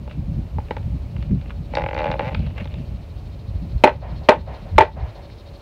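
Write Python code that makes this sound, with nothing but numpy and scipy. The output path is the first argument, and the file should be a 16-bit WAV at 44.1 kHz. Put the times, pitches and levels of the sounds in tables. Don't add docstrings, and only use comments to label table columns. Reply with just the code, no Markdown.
import sys
import numpy as np
from scipy import signal
from scipy.fft import rfft, irfft, next_fast_len
from scipy.io import wavfile
from scipy.ndimage import uniform_filter1d

SR = 44100
rng = np.random.default_rng(int(sys.argv[2]) if len(sys.argv) > 2 else 0)


def digitize_waveform(pressure):
    field = np.atleast_2d(pressure).T
    bounded = np.clip(field, -1, 1)
    quanta = np.round(bounded * 32767).astype(np.int16)
    wavfile.write(sys.argv[1], SR, quanta)


def gain_from_db(level_db):
    decades = np.asarray(level_db, float) / 20
    return 10 ** decades


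N = 247401
TIME = np.arange(N) / SR

# [t/s, ring level/dB, crack level/dB, treble re crack/dB, ring tilt/dB per octave]
BAR_BLOWS = [(3.8378, 5.5, -4, -41, 2.5), (3.853, -11.5, -19, -11, 1.5), (3.864, -15, -25, -15, -8),
             (3.8745, -7, -14.5, -28, 2), (3.893, -18.5, -35, -15, 9), (4.2875, 6.5, -3, -23.5, -1),
             (4.297, -9, -30, -11, 2), (4.308, -21, -23, -2, -6), (4.3196, -9, -36, -22, 5),
             (4.339, -24, -36, -15, -1), (4.349, -31, -48, -15, 0), (4.7815, 6, -7, -19, 4.5),
             (4.801, -12, -19, -19, 12), (4.8072, -1.5, -10.5, -27, 6), (4.82, -13, -25, -21, 0),
             (4.833, -26, -29, -19, 4), (4.851, -32, -29, -15, 2)]
# [f/Hz, level/dB, t60/s]
TREBLE_MODES = [(3700, 2.5, 0.0074), (3884, -13, 0.02), (4240, -6.5, 0.012), (5120, -12, 0.009),
                (5700, -7, 0.0048), (6800, -20, 0.0045), (8700, -22.5, 0.0042), (10900, -30, 0.001)]
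# [f/Hz, level/dB, t60/s]
NAILED_BOARD = [(341, -8.5, 0.046), (544.5, 3.5, 0.04), (593.5, -6, 0.066), (832, 7, 0.024),
                (990, -13, 0.034)]


def evened(x):
    return x / np.sqrt(np.mean(x ** 2) + 1e-20)


def read(points, hz):
    f, value = np.transpose(points)
    return np.interp(np.log(hz + 1), np.log(f + 1), value)


def curve(rows, axis=1):
    rows = np.array(rows)
    return np.interp(TIME, rows[:, 0], rows[:, axis])


def add(mix, s, sound):
    part = mix[round(s * SR):][:len(sound)]
    part += sound[:len(part)]


def smoothed(x, size):
    return uniform_filter1d(uniform_filter1d(x, size), size)


def colour(x, points):
    size = next_fast_len(len(x))
    gain = gain_from_db(read(points, np.fft.rfftfreq(size, 1 / SR)))
    return evened(irfft(rfft(x, size) * gain, size)[:len(x)])


def lumps(width_s):
    return evened(smoothed(rng.standard_normal(N), max(round(width_s * SR), 2)))


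def grains(per_second, spread_db):
    strength = gain_from_db(spread_db * np.minimum(rng.exponential(1, N), 4))
    return strength * rng.standard_normal(N) * (rng.random(N) < per_second / SR)


def bursts(starts, holds, levels_db, rise_db_s, fall_db_s):
    t = TIME[::64, None]
    drop_db = rise_db_s * np.maximum(starts - t, 0) + fall_db_s * np.maximum(t - starts - holds, 0)
    return np.interp(TIME, t[:, 0], np.sqrt((gain_from_db(levels_db - drop_db) ** 2).sum(1)))


def resonate(x, hz, width_hz):
    r = np.exp(-np.pi * width_hz / SR)
    return signal.lfilter([1 - r], [1, -2 * r * np.cos(2 * np.pi * hz / SR), r * r], x)


def ring(modes, rise_s, chance, detune):
    t = np.arange(5000)[:, None] / SR
    hz, db, t60 = np.transpose(modes)
    level_luck, pitch_luck, phase_luck = chance * rng.standard_normal((len(hz), 3)).T
    decay = gain_from_db(db + 4 * level_luck - 60 * t / t60)
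    waves = np.sin(2 * np.pi * hz * (1 + detune * pitch_luck) * t + 1.03 * phase_luck)
    sound = (decay * waves).sum(1) * (1 - np.exp(-t[:, 0] / rise_s)) ** 2
    return sound / np.sqrt(uniform_filter1d(2 * sound ** 2, size=120).max())


def reflections(decays, start_s, rise_s):
    taps = np.zeros(SR)
    at = np.arange(0, SR - 20, 20) + rng.integers(0, 20, SR // 20 - 1)
    taps[at] = rng.choice([-1., 1.], len(at))
    hz, t, z = signal.stft(taps, SR, nperseg=256)
    tail = signal.istft(z * gain_from_db(-60 * t / read(decays, hz)[:, None]), SR, nperseg=256)[1]
    tail = tail * (1 - np.exp(-np.arange(len(tail)) / SR / rise_s))
    return np.r_[np.zeros(round(start_s * SR)), tail / np.linalg.norm(tail)]


def blows():
    # [f/Hz, level/dB, t60/s]
    loose_board = [(286, -14.5, 0.082), (327, -10, 0.043), (392, -4.5, 0.074), (450, -11, 0.022),
                   (529, -5, 0.063), (571, -6, 0.044), (607.5, -0.5, 0.063), (705, 3, 0.022),
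                   (845, -11.5, 0.078), (877, -9.5, 0.051), (886.3, 1, 0.069), (980, -10.5, 0.02),
                   (1062, -10.5, 0.047), (1155, -9.5, 0.022)]
    # [f/Hz, level/dB, t60/s]
    struck_modes = [(1316, 3, 0.024), (1544, -5.5, 0.085), (1730, -4.5, 0.04), (2500, 11, 0.0023),
                    (1954, 11.5, 0.021), (2070, 5, 0.0085), (2360, 3.5, 0.039), (2498, -0.5, 0.059),
                    (2600, 7, 0.012), (3310, -20, 0.036), (2910, -13, .03), (3840, -22, 0.012),
                    (4130, -15, 0.08)]
    out, shake, t = np.zeros(N), np.zeros(N), np.arange(5000) / SR
    pressed_db = 8.5 / (1 + np.exp((t - .0145) / .0025))
    for s, ring_db, crack_db, treble_db, tilt_db in BAR_BLOWS:
        tilted = [(hz, db + tilt_db * np.log2(hz / 700), t60) for hz, db, t60 in loose_board]
        add(out, s, gain_from_db(crack_db) * ring(struck_modes, 0.00026, 0.37, 0.022))
        add(out, s, gain_from_db(crack_db + treble_db) * ring(TREBLE_MODES, 0.00014, 0.31, 0.035))
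        add(out, s + .0006, gain_from_db(ring_db - 7.0 + pressed_db) * ring(tilted, 0.00085, 0.4, 0.0041))
        add(shake, s, gain_from_db(ring_db - 14.5 - 60 * t / 0.11))
    highpass = signal.butter(2, 170, "high", fs=SR, output="sos")
    return signal.sosfilt(highpass, out + shake * clatter())


def clatter():
    # [f/Hz, level/dB per Hz]
    rattle = [(200, -14), (400, 14.5), (900, 4.5), (1500, 1.5), (2500, -4.5), (3500, -10.5), (4500, -23.5),
              (8000, -40), (16000, -62)]
    z = signal.stft(colour(rng.standard_normal(N), rattle), SR, nperseg=128)[2]
    patches = uniform_filter1d(rng.standard_normal(z.shape), size=2, axis=0)
    patches = evened(uniform_filter1d(patches, size=3, axis=1))
    return evened(signal.istft(z * gain_from_db(3.2 * patches), SR, nperseg=128)[1][:N])


def nail_slips():
    # [t/s, tick level/dB, board level/dB, treble re tick/dB, tick f/Hz]
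    single_jerks = [(1.7367, -29, -18.5, -16, 1770), (1.7525, -21, -20.5, -2, 1840),
                    (1.7584, -37, -41, -19, 1620), (1.7704, -17, -10.5, -12, 2030),
                    (1.9445, -40, -39.5, 1, 2460), (1.9885, -25.5, -43, -6, 2310),
                    (2.0005, -25.5, -28, -8.5, 1900), (2.1538, -49, -21.5, -30, 1570),
                    (2.1835, -49, -32, -15, 1460), (2.1939, -19.5, -13, -15.5, 2130),
                    (2.2066, -26, -17, -23, 1870), (2.309, -43, -31, -17, 2000),
                    (2.3168, -41, -30, -19, 1720), (2.3235, -43, -30, -17, 2000),
                    (2.3302, -36, -30, -12, 1870)]
    # [t/s, tick level/dB, board level/dB, tick f/Hz]
    notches = [(1.7834, -22, -16, 2000), (1.7955, -29, -20, 2100), (1.8076, -29.5, -19.5, 1590),
               (1.8194, -24, -22.5, 1950), (1.8383, -24, -17.5, 2230), (1.8623, -21, -17.5, 1770),
               (1.8875, -24, -21.5, 2100), (1.9105, -25.5, -22, 1920), (1.931, -25, -20.5, 2000),
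               (1.9489, -28, -20, 2280), (1.9646, -25, -18.5, 1900), (1.9774, -22.5, -18.5, 2100),
               (1.9924, -23, -17.5, 2000), (2.0051, -23.5, -16.5, 2100), (2.0169, -24, -17.5, 1900),
               (2.0302, -26, -18.5, 1800), (2.042, -23, -16.5, 2170), (2.0564, -25, -14, 2180),
               (2.0671, -25, -18, 2300), (2.0778, -24, -18.5, 1870), (2.0883, -29, -20.5, 1990),
               (2.1013, -28, -18.5, 1960), (2.1149, -23, -16.5, 2500), (2.1258, -28, -22, 2180),
               (2.139, -26.5, -18, 2160)]
    out = np.zeros(N)
    for row in single_jerks:
        jerk(out, *row, NAILED_BOARD, .28)
    for s, tick_db, board_db, hz in notches:
        treble_db = -19 + 10 * np.log2(hz / 2000) + 4.5 * rng.standard_normal()
        jerk(out, s, tick_db, board_db, treble_db, hz, NAILED_BOARD, .28)
    return out


def squeal():
    # [t/s, jerks per s, tick level/dB, board level/dB]
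    run = [
        (2.2175, 139, -35, -25),
        (2.243, 144, -31, -24),
        (2.248, 123, -30, -23),
        (2.27, 128, -29, -24),
        (2.292, 134, -31, -24),
        (2.297, 137, -38, -30),
    ]
    # [t/s, f/Hz]
    glide = [
        (2.22, 1410),
        (2.29, 2160),
    ]
    out = np.zeros(N)
    running = (TIME > run[0][0]) & (TIME < run[-1][0])
    turns = np.ceil(np.cumsum(curve(run) * running) / SR)
    tick_db, board_db = curve(run, axis=2), curve(run, axis=3) - 1.5
    for i in np.flatnonzero(np.diff(turns)):
        late_s, louder_db, higher_hz = rng.standard_normal(3) * [.0001, 1.3, 60]
        hz = np.interp(i / SR, *np.transpose(glide)) + higher_hz
        jerk(out, i / SR + late_s, tick_db[i] + louder_db, board_db[i], -14, hz, NAILED_BOARD, .09)
    return out


def splitting():
    # [t/s, tick level/dB, board level/dB, treble re tick/dB, tick f/Hz]
    snaps = [(0.1115, -37.5, -52, -6, 2080), (1.1645, -36.5, -34, -20, 2100), (1.2257, -36, -53, -5, 3030),
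             (1.4132, -44, -59, -5, 2360), (1.5056, -31.5, -40, -27, 2090), (2.393, -45, -32, 2, 2040),
             (2.4647, -38, -36, -8, 2070), (2.5058, -44, -36, -18, 1820), (2.561, -48, -36, -14, 2000),
             (2.644, -44, -55, 3, 2240), (2.6557, -35.5, -29, -7, 1480), (2.7406, -39, -37, 1.5, 2200),
             (5.2998, -42, -53, -12, 1480)]
    # [t/s, tick level/dB, tick f/Hz]
    pops = [(0.096, -47, 2150), (.1027, -51, 2150), (.4659, -50, 2150), (.602, -47, 2300),
            (.667, -50, 2900), (0.6842, -42, 2290), (0.716, -42, 1500), (.7225, -51, 2400),
            (0.748, -54, 2390), (0.7805, -45, 2670), (.828, -47, 2700), (1.31, -45, 2150),
            (1.4593, -44, 2180), (1.496, -41, 2170), (1.5143, -47, 2130), (1.7273, -49, 2150),
            (2.1647, -42, 2800), (2.371, -43, 2610), (2.4265, -44, 2150), (2.47, -39.5, 3200),
            (2.5792, -35, 2320), (2.5864, -39, 2000), (2.5917, -40, 2300), (2.5993, -37, 2300),
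            (2.607, -37, 1820), (2.6138, -41, 2120), (2.632, -45, 1830), (2.674, -43, 2700),
            (2.7086, -46, 2600), (2.731, -54, 2900), (2.784, -46, 2700), (4.7615, -39, 2150)]
    # [t/s, tick level/dB, board level/dB, knock f/Hz, tick f/Hz]
    cracks = [
        (0.0767, -44, -27.5, 450, 2050),
        (.584, -37.5, -19.5, 880, 1240),
        (.7084, -23.5, -14, 710, 1670),
        (0.767, -30, -22, 950, 1750),
        (2.347, -21, -26, 1150, 2570),
    ]
    # [f/Hz, level/dB, t60/s]
    rotten_wood = [(246, 1, 0.034), (505, 6, 0.015), (876, 1.5, 0.018), (1060, -14.5, 0.011)]
    # [f/Hz, level/dB per Hz]
    splinters = [(300, -23), (600, -1), (1200, 13), (2000, -3), (2800, 5.5), (4200, -8), (6000, -26),
                 (10000, -54), (14000, -77)]
    out, burst, t = np.zeros(N), np.zeros(N), np.arange(3000) / SR
    breaks = [(*row, rotten_wood) for row in snaps]
    breaks += [(s, db, db - 3, -19, hz, rotten_wood) for s, db, hz in pops]
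    for s, tick_db, board_db, knock_hz, tick_hz in cracks:
        part = [(hz, db - 4 * abs(np.log2(hz / knock_hz)), t60) for hz, db, t60 in rotten_wood]
        breaks.append((s, tick_db, board_db, -14, tick_hz, part))
        tail = [(hz, db, t60 * 1.45) for hz, db, t60 in part + NAILED_BOARD]
        add(out, s + 0.00216, gain_from_db(board_db - 10.5) * ring(tail, 0.0014, 0.77, 0.046))
    for s, tick_db, *rest in breaks:
        jerk(out, s, tick_db, *rest, .35)
        add(burst, s, gain_from_db(tick_db - 7 - 60 * t / 0.035) * (1 - np.exp(-t / 0.00011)))
    return out + burst * colour(rng.standard_normal(N), splinters)


def jerk(out, s, tick_db, board_db, treble_db, tick_hz, board, chance):
    # [f/Hz, level/dB, t60/s]
    stiff_modes = [(1244, 3, 0.025), (1440, 1, 0.03), (1620, 11, 0.012), (1870, 11.5, 0.009),
                   (2004, 7.5, 0.016), (2254, 8.5, 0.016), (2550, 2.5, 0.019), (3170, -4, 0.022),
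                   (3200, -25, 0.0056)]
    sound = np.zeros(5100)
    contact = [(1.237 * tick_hz, 5, .007), (0.7 * tick_hz, 3, .007)]
    tick = leaning(stiff_modes, tick_hz, 8) + contact
    add(sound, 0, gain_from_db(tick_db + treble_db) * ring(TREBLE_MODES, .00025, 1.2 * chance + .3, .05))
    add(sound, .0002, gain_from_db(tick_db) * ring(tick, .0003, chance, .03))
    add(sound, .001, gain_from_db(board_db) * ring(board, 0.0004, .75 * chance, 0.05))
    add(out, s, sound)


def leaning(modes, centre_hz, db_per_octave):
    pull = (centre_hz / 1850) ** .3
    return [(hz * pull, db - db_per_octave * abs(np.log2(hz / centre_hz)), t60) for hz, db, t60 in modes]


def tearing():
    # [start t/s, hold/s, level/dB]
    tears = [
        (0.11, .01, -45.5),
        (0.176, 0.71, -68),
        (1.218, 0.019, -49.5),
        (1.39, 0.11, -55),
        (1.729, .02, -47),
        (1.846, 0.28, -55),
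        (2.326, 0.17, -47.5),
        (2.586, 0.024, -51),
        (2.715, 0.086, -48),
        (2.847, 0.21, -58),
    ]
    # [f/Hz, level/dB per Hz]
    crumbs = [(300, -11), (600, 14.5), (1200, -8), (2000, -5), (2700, 4.5), (3500, -6), (6000, -31),
              (10000, -37)]
    clumped = grains(6000, 2.6) * gain_from_db(2.2 * lumps(.004))
    return bursts(*np.transpose(tears), 345, 251) * colour(clumped, crumbs)


def scraping():
    # [start t/s, hold/s, level/dB]
    scrapes = [
        (2.562, .012, -50.5),
        (2.58, 0.031, -37.5),
        (2.225, .065, -40),
        (2.305, 0.026, -48),
    ]
    # [f/Hz, level/dB per Hz]
    grit = [(300, -26), (550, 6), (900, -5), (1400, -13), (2000, -3.5), (2700, -2), (3800, -19),
            (8000, -40)]
    return bursts(*np.transpose(scrapes), 900, 800) * colour(grains(1500, 4), grit)


def echoes():
    # [delay t/s, level/dB]
    houses = [
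        (.174, 3),
        (.36, -8),
    ]
    # [f/Hz, t60/s]
    street = [(300, 0.35), (900, 0.35), (2500, 0.59), (6000, 0.76), (14000, 0.18)]
    # [f/Hz, level/dB per Hz]
    returned = [(180, -52), (300, -6.5), (619, 4.5), (896, -0.5), (1060, -6), (1150, -11), (1520, -14.5),
                (2250, -18), (7000, -48), (9100, -80), (15400, -120)]
    starts = np.zeros(N)
    for s, ring_db, *_ in BAR_BLOWS:
        for delay_s, db in houses:
            add(starts, s + delay_s, gain_from_db([ring_db + db]))
    wash = signal.fftconvolve(starts, reflections(street, 0, .035))[:N]
    return gain_from_db(-48.5) * colour(wash, returned)


def wind():
    # [start t/s, hold/s, rumble level/dB, flutter re rumble/dB]
    gusts = [(0.042, 0.017, -28.5, -12), (0.164, 0.064, -26, -8), (0.279, 0.14, -24.5, -4),
             (0.568, 0.018, -20, -7), (0.657, 0.17, -30.5, -8.5), (0.85, 0.11, -23.5, -3.5),
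             (1.005, 0.085, -29, -15.5), (1.189, 0.0082, -20.5, -10), (1.318, 0.016, -17, -2),
             (1.465, 0.012, -28, -2), (1.603, 0.017, -23, -6.5), (1.74, .01, -33, -9),
             (1.83, 0.018, -26, -4.5), (1.976, .015, -32, -14), (2.093, 0.039, -27.5, -1),
             (2.203, 0.11, -36, 0), (2.385, 0.064, -19.5, -5.5), (2.615, 0.011, -28.5, -6.5),
             (2.725, 0.0091, -36, -13), (2.794, 0.0091, -36.5, 4), (2.926, 0.026, -29, -6),
             (3.115, 0.11, -35.5, -12), (3.299, 0.0087, -41, -4.5), (3.483, 0.093, -24.5, -13.5),
             (3.634, 0.007, -24.5, -3), (3.747, 0.0098, -17, -14), (3.89, 0.33, -27.5, -9.5),
             (4.374, 0.15, -27, -11.5), (4.764, 0.011, -16, -16), (5.022, 0.015, -19.5, -31)]
    # [t/s, level/dB]
    lull = [(0, -35.5), (2.5, -29.5), (3.4, -33), (4.56, -44.5), (4.62, -32), (4.95, -30), (5.15, -37.5),
            (5.3, -37.5), (5.44, -40.5), (5.55, -35), (5.61, -46)]
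    # [f/Hz, level/dB per Hz]
    rumble = [(15, -37.5), (30, -2), (55, 4.5), (90, 2), (130, -8.5), (200, -35), (400, -85.5)]
    # [f/Hz, level/dB per Hz]
    quick = [(60, -43.5), (120, 2), (160, 1.5), (220, -7), (330, -18.5), (600, -46.5), (1500, -95)]
    start, hold, level_db, flutter_db = np.transpose(gusts)
    breeze = gain_from_db(curve(lull))
    thump = np.hypot(breeze, bursts(start, hold, level_db, 294, 262))
    eddies = np.hypot(breeze * gain_from_db(-10), bursts(start, hold, level_db + flutter_db, 273, 281))
    flutter = buffet(quick, 0.065) * gain_from_db(2.0 * lumps(0.019) + 3.5 * lumps(0.03))
    return thump * buffet(rumble, 0.15) + eddies * flutter


def buffet(points, window_s):
    x = colour(rng.standard_normal(N), points)
    own_power = smoothed(x ** 2, round(window_s * SR))
    return evened(x / (abs(own_power) + .05) ** .38)


def insects():
    # [t/s, level/dB]
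    chorus = [
        (0, -68),
        (1, -67),
        (2, -62),
        (2.8, -65),
        (3.2, -61),
        (3.6, -61),
        (4.2, -57.5),
        (4.8, -60),
        (5.61, -57),
    ]
    # [f/Hz, width/Hz, level/dB]
    wings = [(3850, 360, -5.5), (4215, 740, 2.5), (4830, 1100, -7), (3290, 360, -5.5)]
    throb_hz, throb_at_s = 13.07, 2.874
    phase = 2 * np.pi * throb_hz * (TIME - throb_at_s) + .3 * lumps(.06)
    throb = np.clip(.5 + np.cos(phase), .25, 1) * gain_from_db(1.5 * lumps(.04))
    rasp = rng.standard_normal(N)
    song = sum(gain_from_db(db) * evened(resonate(resonate(rasp, hz, w), hz, w)) for hz, w, db in wings)
    return gain_from_db(curve(chorus)) * evened(song * throb)


def hush():
    # [f/Hz, level/dB per Hz]
    distance = [(150, -28), (250, -10), (380, -8), (452, -9.5), (484, -12), (566, -13.5), (618, -10),
                (1260, -22), (1550, -26), (2090, -26), (2400, -23.5), (3400, -30), (4260, -30.5),
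                (7570, -41), (16000, -38.5)]
    # [f/Hz, level/dB]
    capsule = [(9600, 0), (10500, -4), (11500, 0), (15800, 0), (16200, -40)]
    air = colour(colour(rng.standard_normal(N), distance), capsule) * gain_from_db(.6 * lumps(.15))
    drone = evened(resonate(rng.standard_normal(N), 565.0, 18))
    return gain_from_db(-49) * air + gain_from_db(-54.5) * drone


def scene():
    # [f/Hz, t60/s]
    yard = [(300, 0.22), (900, 0.2), (2500, 0.19), (6000, 0.25), (14000, 0.15)]
    work = blows() + nail_slips() + squeal() + splitting() + tearing() + scraping()
    near = signal.fftconvolve(work, reflections(yard, .006, .004))[:N]
    air = echoes() + wind() + insects() + hush()
    return (work + gain_from_db(-15.0) * near + air)[None]


def roll_off(x):
    return signal.sosfilt(signal.butter(12, 16940, fs=SR, output="sos"), x)


def record(dry):
    heard = signal.sosfilt(signal.butter(2, 46, "high", fs=SR, output="sos"), dry)
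    overloads = np.cumsum(abs(heard[0]) > .8)
    held = overloads - np.r_[np.zeros(round(.17 * SR)), overloads][:N] > 0
    duck_db = -3.6 * signal.fftconvolve(held, np.hanning(4400) / 2200)[:N]
    clipped = np.clip(heard * gain_from_db(duck_db), -1, 1)
    return roll_off(signal.lfilter([.18, .64, .18], 1, clipped))


dry = scene()
out = record(dry)
digitize_waveform(out)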